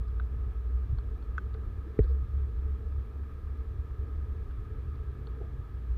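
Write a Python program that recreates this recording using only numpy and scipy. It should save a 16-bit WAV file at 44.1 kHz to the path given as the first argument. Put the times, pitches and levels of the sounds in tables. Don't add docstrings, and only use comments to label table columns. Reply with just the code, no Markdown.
import sys
import numpy as np
from scipy import signal
from scipy.fft import rfft, irfft, next_fast_len
from scipy.io import wavfile
from scipy.ndimage import uniform_filter1d, map_coordinates

SR = 44100
rng = np.random.default_rng(int(sys.argv[2]) if len(sys.argv) > 2 else 0)


def gain_from_db(level_db):
    decades = np.asarray(level_db, float) / 20
    return 10 ** decades


def store_pcm(level_fs):
    pcm = np.round(np.clip(level_fs, -1, 1) * 32767).astype(np.int16)
    wavfile.write(sys.argv[1], SR, np.atleast_2d(pcm).T)


N = 263277


def unit(x):
    return x / np.sqrt(np.mean(x ** 2) + 1e-20)


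def along(points, hz):
    f, v = np.transpose(points)
    return np.interp(np.log(hz + 1), np.log(f + 1), v)


def curves(rows):
    s, *columns = np.transpose(rows)
    return [np.interp(np.arange(N) / SR, s, column) for column in columns]


def wobble(rate):
    return map_coordinates(rng.standard_normal(N // 400), [np.arange(N) * rate / SR])


def shaped(x, gain_db):
    m = next_fast_len(N + 8192)
    return irfft(rfft(x, m) * gain_from_db(gain_db(np.fft.rfftfreq(m, 1 / SR))), m)[:N]


def rush(colour_db, patchy_db):
    z = signal.stft(rng.standard_normal(N + 512), nperseg=512)[2]
    field = uniform_filter1d(rng.standard_normal(z.shape), size=6, axis=0)
    field = uniform_filter1d(field, size=10, axis=1)
    patchy = signal.istft(z * gain_from_db(patchy_db * unit(field)), nperseg=512)[1][:N]
    return unit(shaped(patchy, colour_db))


def ring(t, hz, db, t60, rise):
    envelope = gain_from_db(db - 60 * t / t60) * (1 - np.exp(-t / rise))
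    return envelope * np.sin(2 * np.pi * hz * t)


def burst(hz, width_hz, length):
    n = max(round(length * SR), 16)
    f = np.fft.rfftfreq(8192, 1 / SR)
    band = np.exp(-((f - hz) / (1.5 * width_hz)) ** 4)
    noise = unit(irfft(rfft(rng.standard_normal(8192)) * band)[:n])
    return noise * np.sin(np.pi * np.sqrt(np.arange(n) / n)) ** 2


def engine(hz, db, span, orders, line, uneven_db):
    t = np.arange(N) / SR
    fade_s = .3
    near = np.clip(np.minimum(t - span[0] + fade_s, span[1] + fade_s - t) / fade_s, 0, 1)
    turn = 2 * np.pi * np.cumsum(hz) / SR / line
    slow_db = uniform_filter1d(db, size=SR // 2)
    level = gain_from_db(db + .3 * uneven_db * wobble(9))
    x = level * np.sin(line * turn + .1 * uneven_db * wobble(7))
    for k, rel_db in orders:
        level = gain_from_db(slow_db + rel_db + uneven_db * wobble(4.6))
        phase = 2 * np.pi * rng.random() + 0.14 * wobble(2.7)
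        x = x + level * np.sin(round(k) * turn + phase)
    return np.sqrt(2) * near * x


def heavy_engine():
    # time in seconds, level in dB, share of the neighbour it beats with (0-1).
    heavy = [(0, -30, 0.7), (.4, -36.5, 0), (.75, -31.5, 0.16), (1.1, -34.5, 0.05), (1.22, -42, 0.25),
             (1.35, -33, 0.32), (1.62, -37, .4), (1.85, -45, 0.3), (2.1, -33, 1), (2.7, -35, .8),
             (2.95, -34.5, 0.55), (3.15, -42.5, 0.4), (3.55, -36.5, 0.2), (3.9, -44.5, 0.6),
             (4.1, -39, 0.2), (4.47, -36, 0), (4.65, -49.5, 0), (4.9, -37, 0)]
    # multiple of the cycle rate, level in dB relative to the firing line.
    heavy_orders = [(4, -12), (6, -18), (8, -17)]
    start_hz, top_hz, settle_s = 58.54, 74.53, 2.9
    beat_hz, beat_peak_s = 3.66, 2.128
    t = np.arange(N) / SR
    firing_hz = top_hz - (top_hz - start_hz) * np.exp(-t / settle_s)
    level_db, share = curves(heavy)
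    throb = np.abs(1 + np.clip(share, 0, .95) * np.exp(2j * np.pi * beat_hz * (t - beat_peak_s)))
    level_db = level_db + 20 * np.log10(throb)
    return engine(firing_hz, level_db, (0, heavy[-1][0]), heavy_orders, line=5, uneven_db=4)


def idling_engine():
    # time in seconds, level in dB.
    idle = [
        (3.2, -56),
        (3.7, -44),
        (4.04, -55),
        (4.35, -42.5),
        (4.7, -50),
        (5.1, -39),
        (5.4, -35),
        (5.62, -49.5),
        (5.902, -31),
    ]
    # multiple of half the firing line, level in dB relative to the line.
    idle_orders = [(3, -10)]
    span = (idle[0][0], idle[-1][0])
    return engine(np.full(N, 60.9), *curves(idle), span, idle_orders, line=2, uneven_db=4)


def passing_car():
    nearest_s, nearest_hz, gains_hz_per_s = 5.15, 128, 7
    nearest_db, pass_s = -49.5, .55
    away_s = np.arange(N) / SR - nearest_s
    car_db = nearest_db - 20 * np.log10(1 + (away_s / pass_s) ** 2)
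    return engine(nearest_hz + gains_hz_per_s * away_s, car_db, (4.5, 5.9), [], line=1, uneven_db=5)


def knock():
    # delay in seconds, pitch in Hz, peak in dB, 60 dB decay in seconds, rise in seconds.
    cavity_modes = [(.0005, 428, -3, .029, .006), (0, 296, -11.7, .017, .0005)]
    # delay in seconds, pitch in Hz, peak in dB, 60 dB decay in seconds.
    mount_swings = [
        (.0011, 125, -10, .032),
        (.0117, 64.5, -4.6, .08),
        (.0347, 46, -19, .22),
    ]
    # pitch in Hz, peak in dB, 60 dB decay in seconds.
    edge_modes = [(690, -36.5, 0.031), (1190, -29, 0.0056), (1870, -36, 0.013), (2200, -69, 0.0081)]
    rise_turns = .36
    t = np.arange(N) / SR - 1.9903
    cavity = sum(ring(np.maximum(t - late, 0), hz, db, t60, rise) for late, hz, db, t60, rise in cavity_modes)
    mount = np.zeros(N)
    for k, (late, hz, db, t60) in enumerate(mount_swings):
        mount += (-1) ** k * ring(np.maximum(t - late, 0), hz, db, t60, rise_turns / hz)
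    edge = sum(ring(np.maximum(t, 0), hz, db, t60, .0006) for hz, db, t60 in edge_modes)
    return mount - cavity - edge


def drops():
    # start in seconds, shell ring peak in dB, spatter level in dB, spatter centre in Hz,
    # rim ping peak in dB.
    hits = [(0.081, -58, -72.5, 4300, -80), (0.1979, -33.5, -64, 3400, -70), (.9840, -54, -61.5, 4000, -58),
            (1.2248, -57, -70, 3300, -57), (1.3798, -70, -67.5, 6000, -70), (1.3804, -22.5, -64, 3800, -58),
            (1.541, -59, -66.5, 3800, -60), (1.547, -48.5, -67.5, 2200, -80), (1.9893, -64, -70, 3980, -70),
            (3.234, -54, -73, 2300, -80), (4.508, -53, -71, 3200, -80), (4.956, -62, -74, 4200, -75),
            (5.2700, -56, -64, 3500, -48)]
    # pitch in Hz, level in dB, 60 dB decay in seconds.
    shell_modes = [(1267, -3, 0.021), (1515, -0.5, 0.023), (2070, -23, 0.015), (2580, -25.5, 0.019),
                   (3300, -29.5, 0.024)]
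    out, t = np.zeros(N + SR), np.arange(SR // 10) / SR
    for s, shell_db, spatter_db, spatter_hz, rim_db in hits:
        i = round(s * SR)
        shell = sum((-1) ** k * ring(t, hz, shell_db + db, t60, 0.00063)
                    for k, (hz, db, t60) in enumerate(shell_modes))
        rim = ring(t, 4350, rim_db, t60=.018, rise=0.0018)
        spatter = gain_from_db(spatter_db + 3.5) * burst(spatter_hz, 0.16 * spatter_hz, length=0.0066)
        splash = gain_from_db(spatter_db + 8) * burst(1150, width_hz=300, length=.014)
        for part in (shell + rim, spatter, splash):
            out[i:i + len(part)] += part
    return out[:N]


def cavity_thumps():
    # start in seconds, peak in dB.
    taps = [
        (1.227, -46),
        (1.3802, -54),
        (1.547, -32.5),
        (1.871, -38.5),
        (3.241, -48),
        (5.2722, -37),
    ]
    out, t = np.zeros(N + SR), np.arange(SR // 10) / SR
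    for s, cavity_db in taps:
        out[round(s * SR):][:len(t)] += ring(t, 432, cavity_db, t60=0.067, rise=0.0066)
    return out[:N]


def rubs():
    # start in seconds, length in seconds, centre in Hz, level in dB.
    touches = [(1.861, 0.038, 312, -47), (1.9893, .007, 2000, -54), (2.028, .045, 3900, -69),
               (2.029, 0.056, 1800, -65.5), (2.038, .035, 418, -47.5), (2.07, .1, 4300, -77.5),
               (2.085, .09, 413, -47), (0.199, .02, 700, -61), (5.368, 0.031, 430, -52),
               (5.398, .06, 423, -47.5), (5.4, 0.064, 730, -59.5), (5.438, .035, 600, -57)]
    out = np.zeros(N + SR)
    for s, length, hz, db in touches:
        x = gain_from_db(db) * burst(hz, 0.14 * hz, length)
        out[round(s * SR):][:len(x)] += x
    return out[:N]


def case_db(hz):
    # centre in Hz, width in Hz, gain in dB.
    resonances = [(440.4, 82, 14), (1262, 208, 14), (1452, 120, -7.5), (1654, 310, 9), (2400, 460, 3.5),
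                  (3350, 250, 3.5), (4630, 650, 0)]
    return sum(db / (1 + ((hz - c) / (w / 2)) ** 2) for c, w, db in resonances)


def wind_and_road():
    # frequency in Hz, density in dB per Hz.
    rumble_colour = [(15, -16), (25, -9), (32, -6), (40, -4), (52, 0), (66, 0), (80, -3), (100, -7),
                     (125, -15), (160, -26), (300, -60), (600, -130)]
    drum_colour = [(60, -36), (130, -1.5), (200, -0.5), (350, -5.5), (500, -15.5), (800, -20), (1100, -31),
                   (2000, -70)]
    spray_colour = [(300, -32), (700, -4.5), (1100, -1), (2000, -8.5), (2900, -14), (4000, -16),
                    (5500, -29), (8000, -41.5), (12000, -68.5)]
    # time in seconds, level in dB over its mean.
    traffic = [
        (0, 0),
        (1, 0),
        (2, .5),
        (2.5, 0),
        (4, 0),
        (5.1, .5),
        (5.97, 0),
    ]
    traffic_db, = curves(traffic)
    gust = wobble(1.925)
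    rumble_db = -37.5 - .3 * np.arange(N) / SR + .5 * gust
    rumble = gain_from_db(rumble_db) * rush(lambda hz: along(rumble_colour, hz), patchy_db=3.0)
    drum_db = -54 + 1.7 * traffic_db + 0.34 * gust + 0.88 * wobble(12)
    drum = gain_from_db(drum_db) * rush(lambda hz: along(drum_colour, hz) + case_db(hz), patchy_db=0.05)
    spray_db = -62 + traffic_db + 0.22 * wobble(12)
    spray = gain_from_db(spray_db) * rush(lambda hz: along(spray_colour, hz) + case_db(hz), patchy_db=0.67)
    return rumble + drum + spray


def preamplifier_hiss():
    # frequency in Hz, density in dB per Hz.
    hiss_colour = [(2000, -5), (5000, 0), (7500, -5), (10000, -4.5), (12500, -5), (15400, -1),
                   (16500, -58.5)]
    return gain_from_db(-79.5) * rush(lambda hz: along(hiss_colour, hz), patchy_db=0.2)


def scene():
    engines = heavy_engine() + idling_engine() + passing_car()
    on_the_case = knock() + drops() + cavity_thumps() + rubs()
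    return (engines + on_the_case + wind_and_road())[None]


def roll_off(x):
    return signal.sosfilt(signal.butter(12, 15760, fs=SR, output="sos"), x)


def record(dry):
    top_hz = 15500
    m = next_fast_len(N + 8192)
    held = np.pad(dry + preamplifier_hiss(), ((0, 0), (0, m - N)), mode="reflect")
    limited = irfft(rfft(held) * (np.fft.rfftfreq(m, 1 / SR) < top_hz), m)[:, :N]
    return roll_off(limited)


dry = scene()
out = record(dry)
store_pcm(out)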